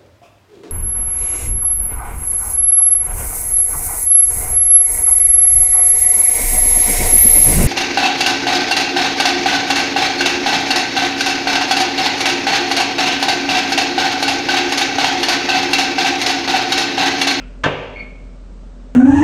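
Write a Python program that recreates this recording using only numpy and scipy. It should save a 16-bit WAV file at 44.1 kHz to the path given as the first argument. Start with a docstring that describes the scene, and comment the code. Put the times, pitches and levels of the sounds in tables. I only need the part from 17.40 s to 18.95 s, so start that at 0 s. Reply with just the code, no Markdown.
"""A fingerboard knocks on a small steel rail and the glass table under it: blows ring modes and noise bursts.
Its metal truck then slips along the rail, which sings near 2.2 kHz: close, unsteady tones with octaves.
A faint scuff, coloured noise plus narrow resonances, dies away from the start.
A deep wavering hum, narrow drones and a soft rush of air run throughout; knock and squeal echo in a bare
room of decaying noise bands, a limiter ducks the loud peaks and the top is cut steeply."""
import sys
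import numpy as np
from scipy import signal
from scipy.fft import rfft, irfft
from scipy.io import wavfile
from scipy.ndimage import uniform_filter1d, minimum_filter1d

SR = 44100
rng = np.random.default_rng(int(sys.argv[2]) if len(sys.argv) > 2 else 0)


def transcribe(u):
    """Save the signal u as a 16-bit wav file named by the first command-line argument.

    u: samples, shape (n,) or (channels, n), limited to [-1, 1]; the rate is SR.
    q: integer samples, one column per channel.
    """
    v = np.clip(np.atleast_2d(u).T, -1, 1)
    q = np.round(v * 32767).astype(np.int16)
    wavfile.write(sys.argv[1], SR, q)


N = 68355
T = np.arange(N) / SR
CUTOFF_HZ = 8800

# scuff colour: (frequency [Hz], relative density [dB])
SCUFF_COLOUR = [(300, -20), (900, 6.5), (1500, -4.5), (1900, 7), (2700, 13), (3800, -6), (5000, -5.5),
                (8000, -34.5)]
# narrow resonances in the scuff: (frequency [Hz], width [Hz], level before fading [dB])
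SCUFF_TONES = [(1440, 140, -46.5), (2630, 26, -52), (4950, 57, -63)]
SCUFF_DB, SCUFF_T60_S = -44, 0.51

# narrow room drones: (frequency [Hz], width [Hz], level before DRONE_LEVEL [dB])
DRONES = [(164.7, 28.5, -53), (251.6, 10.3, -48.5), (418, 45, -59), (577, 21, -60.5)]
# gain of all drones: (time [s], gain [dB])
DRONE_LEVEL = [(0, 2), (.75, 5), (1.0, -3), (1.55, -3)]
# air rush colour: (frequency [Hz], relative density [dB])
AIR_COLOUR = [(25, -8), (60, 6.5), (110, -0.5), (200, 4), (340, -7), (560, -5), (800, -14), (1300, -15.5),
              (2000, -23.5), (4000, -27), (8500, -32.5)]
HUM_HZ, HUM_DB, HUM_WAVER_DB, HUM_WAVER_HZ = 43.3, -34.5, .8, 6.6
AIR_DB = -44.5

# truck strikes rail and chatters: (time [s], relative level [dB], contact lowpass [Hz], clear-ring gain [dB])
RAIL_HITS = [(.2363, -15.5, 3520, -12), (.2392, -1, 8920, -2), (.2450, -7, 2920, -32.5),
             (.2590, -6, 2500, -7)]
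# clear ring of rail and board: (frequency [Hz], relative level [dB], T60 [s])
RAIL_MODES = [(1035, -10, .13), (1225, -21, .12), (1345, -19, .12), (1546, -8, .22), (1742, -5, .1),
              (2164, -24, .25), (2358, -22, .15), (2930, -22, .09), (3252, -20, .17), (3632, -20, .18),
              (4297, -26, .14), (6885, -35, .09)]
# dense rail modes: (frequency [Hz], relative density [dB])
RAIL_CRACK = [(100, -2), (400, -6), (750, -15.5), (1100, -2), (1650, 6), (2000, -5), (3100, -2),
              (4600, -13.5), (7000, -18), (9000, -40)]
# board thumps on table: (time [s], relative level [dB], contact lowpass [Hz], clear-ring gain [dB])
TABLE_HITS = [(.2395, -1, 2026, -4.5), (.2597, 2.5, 1100, -0.5), (.2648, 3, 800, -11.5),
              (.2710, -4, 590, -5)]
# clear ring of the table top: (frequency [Hz], relative level [dB], T60 [s])
TABLE_MODES = [(146.9, -17.5, 0.27), (295.3, -15, .15), (399.3, -24.5, 0.29), (470, -12.5, 0.15),
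               (563, -16, 0.24), (609, -16, 0.18), (683.5, -13, 0.07), (747, -23.5, 0.3), (891, -14, 0.077)]
# dense table modes: (frequency [Hz], relative density [dB])
TABLE_THUD = [(60, -11), (170, -3), (280, -5), (550, -2), (900, -4), (2000, -7), (6000, -31.5)]
# relative to each blow
CRACK_DB, CRACK_T60_S, THUD_DB, THUD_T60_S = -11.5, 0.14, -14.5, 0.18
TICK_DB = -3  # bare metal click, relative to each blow
KNOCK_GAIN_DB = 7

# rail sings under the slipping truck, then rings out: (time [s], gain [dB])
SLIP_LEVEL = [(.552, -50), (.563, -33), (.574, -30), (.588, -36), (.602, -26.5), (.621, -37), (.640, -42.5),
              (.675, -59), (.80, -59.5), (.95, -67)]
# tones of the singing rail: (frequency [Hz], relative level [dB])
SQUEAL_TONES = [(2164, 0.5), (2202, 0.5), (2292, -3.5), (2425, -6)]
SQUEAL_PITCH_WAVER_FRACTION, SQUEAL_LEVEL_WAVER_DB, SQUEAL_WAVER_HZ = .009, 1.5, 110
OCTAVE_DB = -19.5  # before the tone's own level is added

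# echo colour: (frequency [Hz], gain [dB])
ROOM_GAIN = [(50, 2), (130, -8.5), (250, -5), (480, 3), (900, -3.5), (1600, -9.5), (2600, 4), (3400, -6),
             (4200, -4), (8000, -11)]
# echo decay: (frequency [Hz], T60 [s])
ROOM_T60 = [(100, 0.75), (500, 0.68), (1500, 0.67), (2800, 0.67), (5000, 0.63), (8000, 0.62)]
ROOM_DELAY_S, ROOM_BUILD_S = 0.01, 0.0043
RING_SEND_DB, SQUEAL_SEND_DB = -6, -8  # clear modes are heard mostly close by

LIMIT_DB, RELEASE_DB_PER_S, LIMIT_WINDOW_S = -4, 31, .002


def from_db(db):
    """Decibels to gain."""
    return 10 ** (np.asarray(db) / 20)


def rms_one(x):
    """Scale to unit rms."""
    return x / np.sqrt(np.mean(x ** 2) + 1e-20)


def at_hz(points, hz):
    """Interpolate a curve on a log-frequency axis."""
    point_hz, value = np.transpose(points)
    return np.interp(np.log(hz + 1e-9), np.log(point_hz), value)


def at_time(points):
    """Interpolate a (time, dB) curve over the scene and return it as gain."""
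    return from_db(np.interp(T, *np.transpose(points)))


def fade(t60_s):
    """Exponential decay from time zero, down 60 dB at t60_s."""
    return np.exp(-np.log(1000) * T / t60_s)


def drift(rate_hz):
    """Random wander of unit rms: white noise through two equal real poles."""
    pole = np.exp(-2 * np.pi * rate_hz / SR)
    white = rng.standard_normal(2 * N)
    settled = signal.lfilter([1], [1, -2 * pole, pole * pole], white)[N:]
    return rms_one(settled)


def noise(colour):
    """Steady coloured noise of unit rms, empty above the cutoff."""
    hz = np.fft.rfftfreq(N, 1 / SR)
    spectrum = rfft(rng.standard_normal(N)) * from_db(at_hz(colour, hz))
    return rms_one(irfft(spectrum * (hz < CUTOFF_HZ), N))


def narrow_noise(tones):
    """Wavering tones: random drifts modulate a sine and a cosine, giving narrow resonances."""
    out = np.zeros(N)
    for hz, width_hz, db in tones:
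        in_phase = drift(width_hz) * np.sin(2 * np.pi * hz * T)
        quadrature = drift(width_hz) * np.cos(2 * np.pi * hz * T)
        out += from_db(db) * rms_one(in_phase + quadrature)
    return out


def scuff():
    """A light, slightly ringing scuff: coloured and narrow noise under one decay."""
    return (from_db(SCUFF_DB) * noise(SCUFF_COLOUR) + narrow_noise(SCUFF_TONES)) * fade(SCUFF_T60_S)


def background():
    """A deep hum of wavering level, narrow-noise drones that swell then ease off, and a rush of air."""
    hum_gain = np.sqrt(2) * from_db(HUM_DB + HUM_WAVER_DB * drift(HUM_WAVER_HZ))
    hum = hum_gain * np.sin(2 * np.pi * (HUM_HZ * T + rng.random()))
    drones = narrow_noise(DRONES) * at_time(DRONE_LEVEL)
    return hum + drones + from_db(AIR_DB) * noise(AIR_COLOUR)


def strike(hits, modes, colour, dense_db, dense_t60_s, click):
    """Blows ring clear modes and dense bursts; softer contacts are duller. 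Gives (ring, burst)."""
    out = np.zeros((2, N))
    ring = np.zeros(N)
    for k, (hz, db, t60_s) in enumerate(modes):
        sign = (-1) ** k  # neighbouring modes start in opposite phase
        ring += sign * from_db(db) * np.sin(2 * np.pi * hz * T) * fade(t60_s)
    for start_s, db, contact_hz, ring_db in hits:
        burst = from_db(dense_db) * noise(colour) * fade(dense_t60_s) + click * (T == 0)
        pole = np.exp(-2 * np.pi * contact_hz / SR)
        blow = signal.lfilter([1 - pole], [1, -pole], [from_db(ring_db) * ring, burst])
        start = int(start_s * SR)
        out[:, start:] += from_db(db) * blow[:, :N - start]
    return out


def knock():
    """The board hits the rail and the table; each body rings its own modes."""
    rail = strike(RAIL_HITS, RAIL_MODES, RAIL_CRACK, CRACK_DB, CRACK_T60_S, from_db(TICK_DB))
    table = strike(TABLE_HITS, TABLE_MODES, TABLE_THUD, THUD_DB, THUD_T60_S, 0)
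    return from_db(KNOCK_GAIN_DB) * (rail + table)


def squeal():
    """Stick and slip drives a few close, unsteady tones, the strongest with a clear octave."""
    out = np.zeros(N)
    for hz, db in SQUEAL_TONES:
        pitch_hz = hz * (1 + SQUEAL_PITCH_WAVER_FRACTION * drift(SQUEAL_WAVER_HZ))
        phase = 2 * np.pi * np.cumsum(pitch_hz) / SR
        swing = from_db(db + SQUEAL_LEVEL_WAVER_DB * drift(SQUEAL_WAVER_HZ))
        octave = from_db(OCTAVE_DB + 2 * db) * np.sin(2 * phase)
        out += swing * (np.sin(phase) + octave)
    active = (T > SLIP_LEVEL[0][0]) * (T < SLIP_LEVEL[-1][0])
    return out * at_time(SLIP_LEVEL) * active


def room_response():
    """Diffuse echo: noise that builds up quickly and decays band by band."""
    hz = np.fft.rfftfreq(N, 1 / SR)
    spectrum = rfft(rng.standard_normal(N)) * from_db(at_hz(ROOM_GAIN, hz))
    edges_hz = np.geomspace(50, 10000, 28)
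    out = np.zeros(N)
    for low, high in zip(edges_hz, edges_hz[1:]):
        decay = fade(at_hz(ROOM_T60, np.sqrt(low * high)))
        band = irfft(spectrum * (hz >= low) * (hz < high), N)
        out += band * decay / np.linalg.norm(decay)
    return out * np.clip((T - ROOM_DELAY_S) / ROOM_BUILD_S, 0, 1)


def scene():
    """Knock and squeal with their echo, over scuff and background."""
    ring, burst = knock()
    song = squeal()
    send = burst + from_db(RING_SEND_DB) * ring + from_db(SQUEAL_SEND_DB) * song
    echo = signal.fftconvolve(send, room_response())[:N]
    return (ring + burst + song + echo + scuff() + background())[None]


def limiter(x):
    """Gain drops just ahead of a loud peak and climbs back steadily, so the background ducks and returns."""
    over_db = np.maximum(20 * np.log10(np.abs(x[0]) + 1e-9) - LIMIT_DB, 0)
    climb_db = RELEASE_DB_PER_S * T
    gain_db = climb_db - np.maximum.accumulate(over_db + climb_db)
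    size = int(LIMIT_WINDOW_S * SR)
    smooth_db = uniform_filter1d(minimum_filter1d(gain_db, size), size)
    return x * from_db(smooth_db)


def record(dry):
    """A limiter holds the knock down, then a steep elliptic lowpass cuts the top."""
    lowpass = signal.ellip(10, .3, 80, CUTOFF_HZ, fs=SR, output="sos")  # ripple, stopband [dB]
    return signal.sosfilt(lowpass, limiter(dry))


dry = scene()
out = record(dry)
transcribe(out)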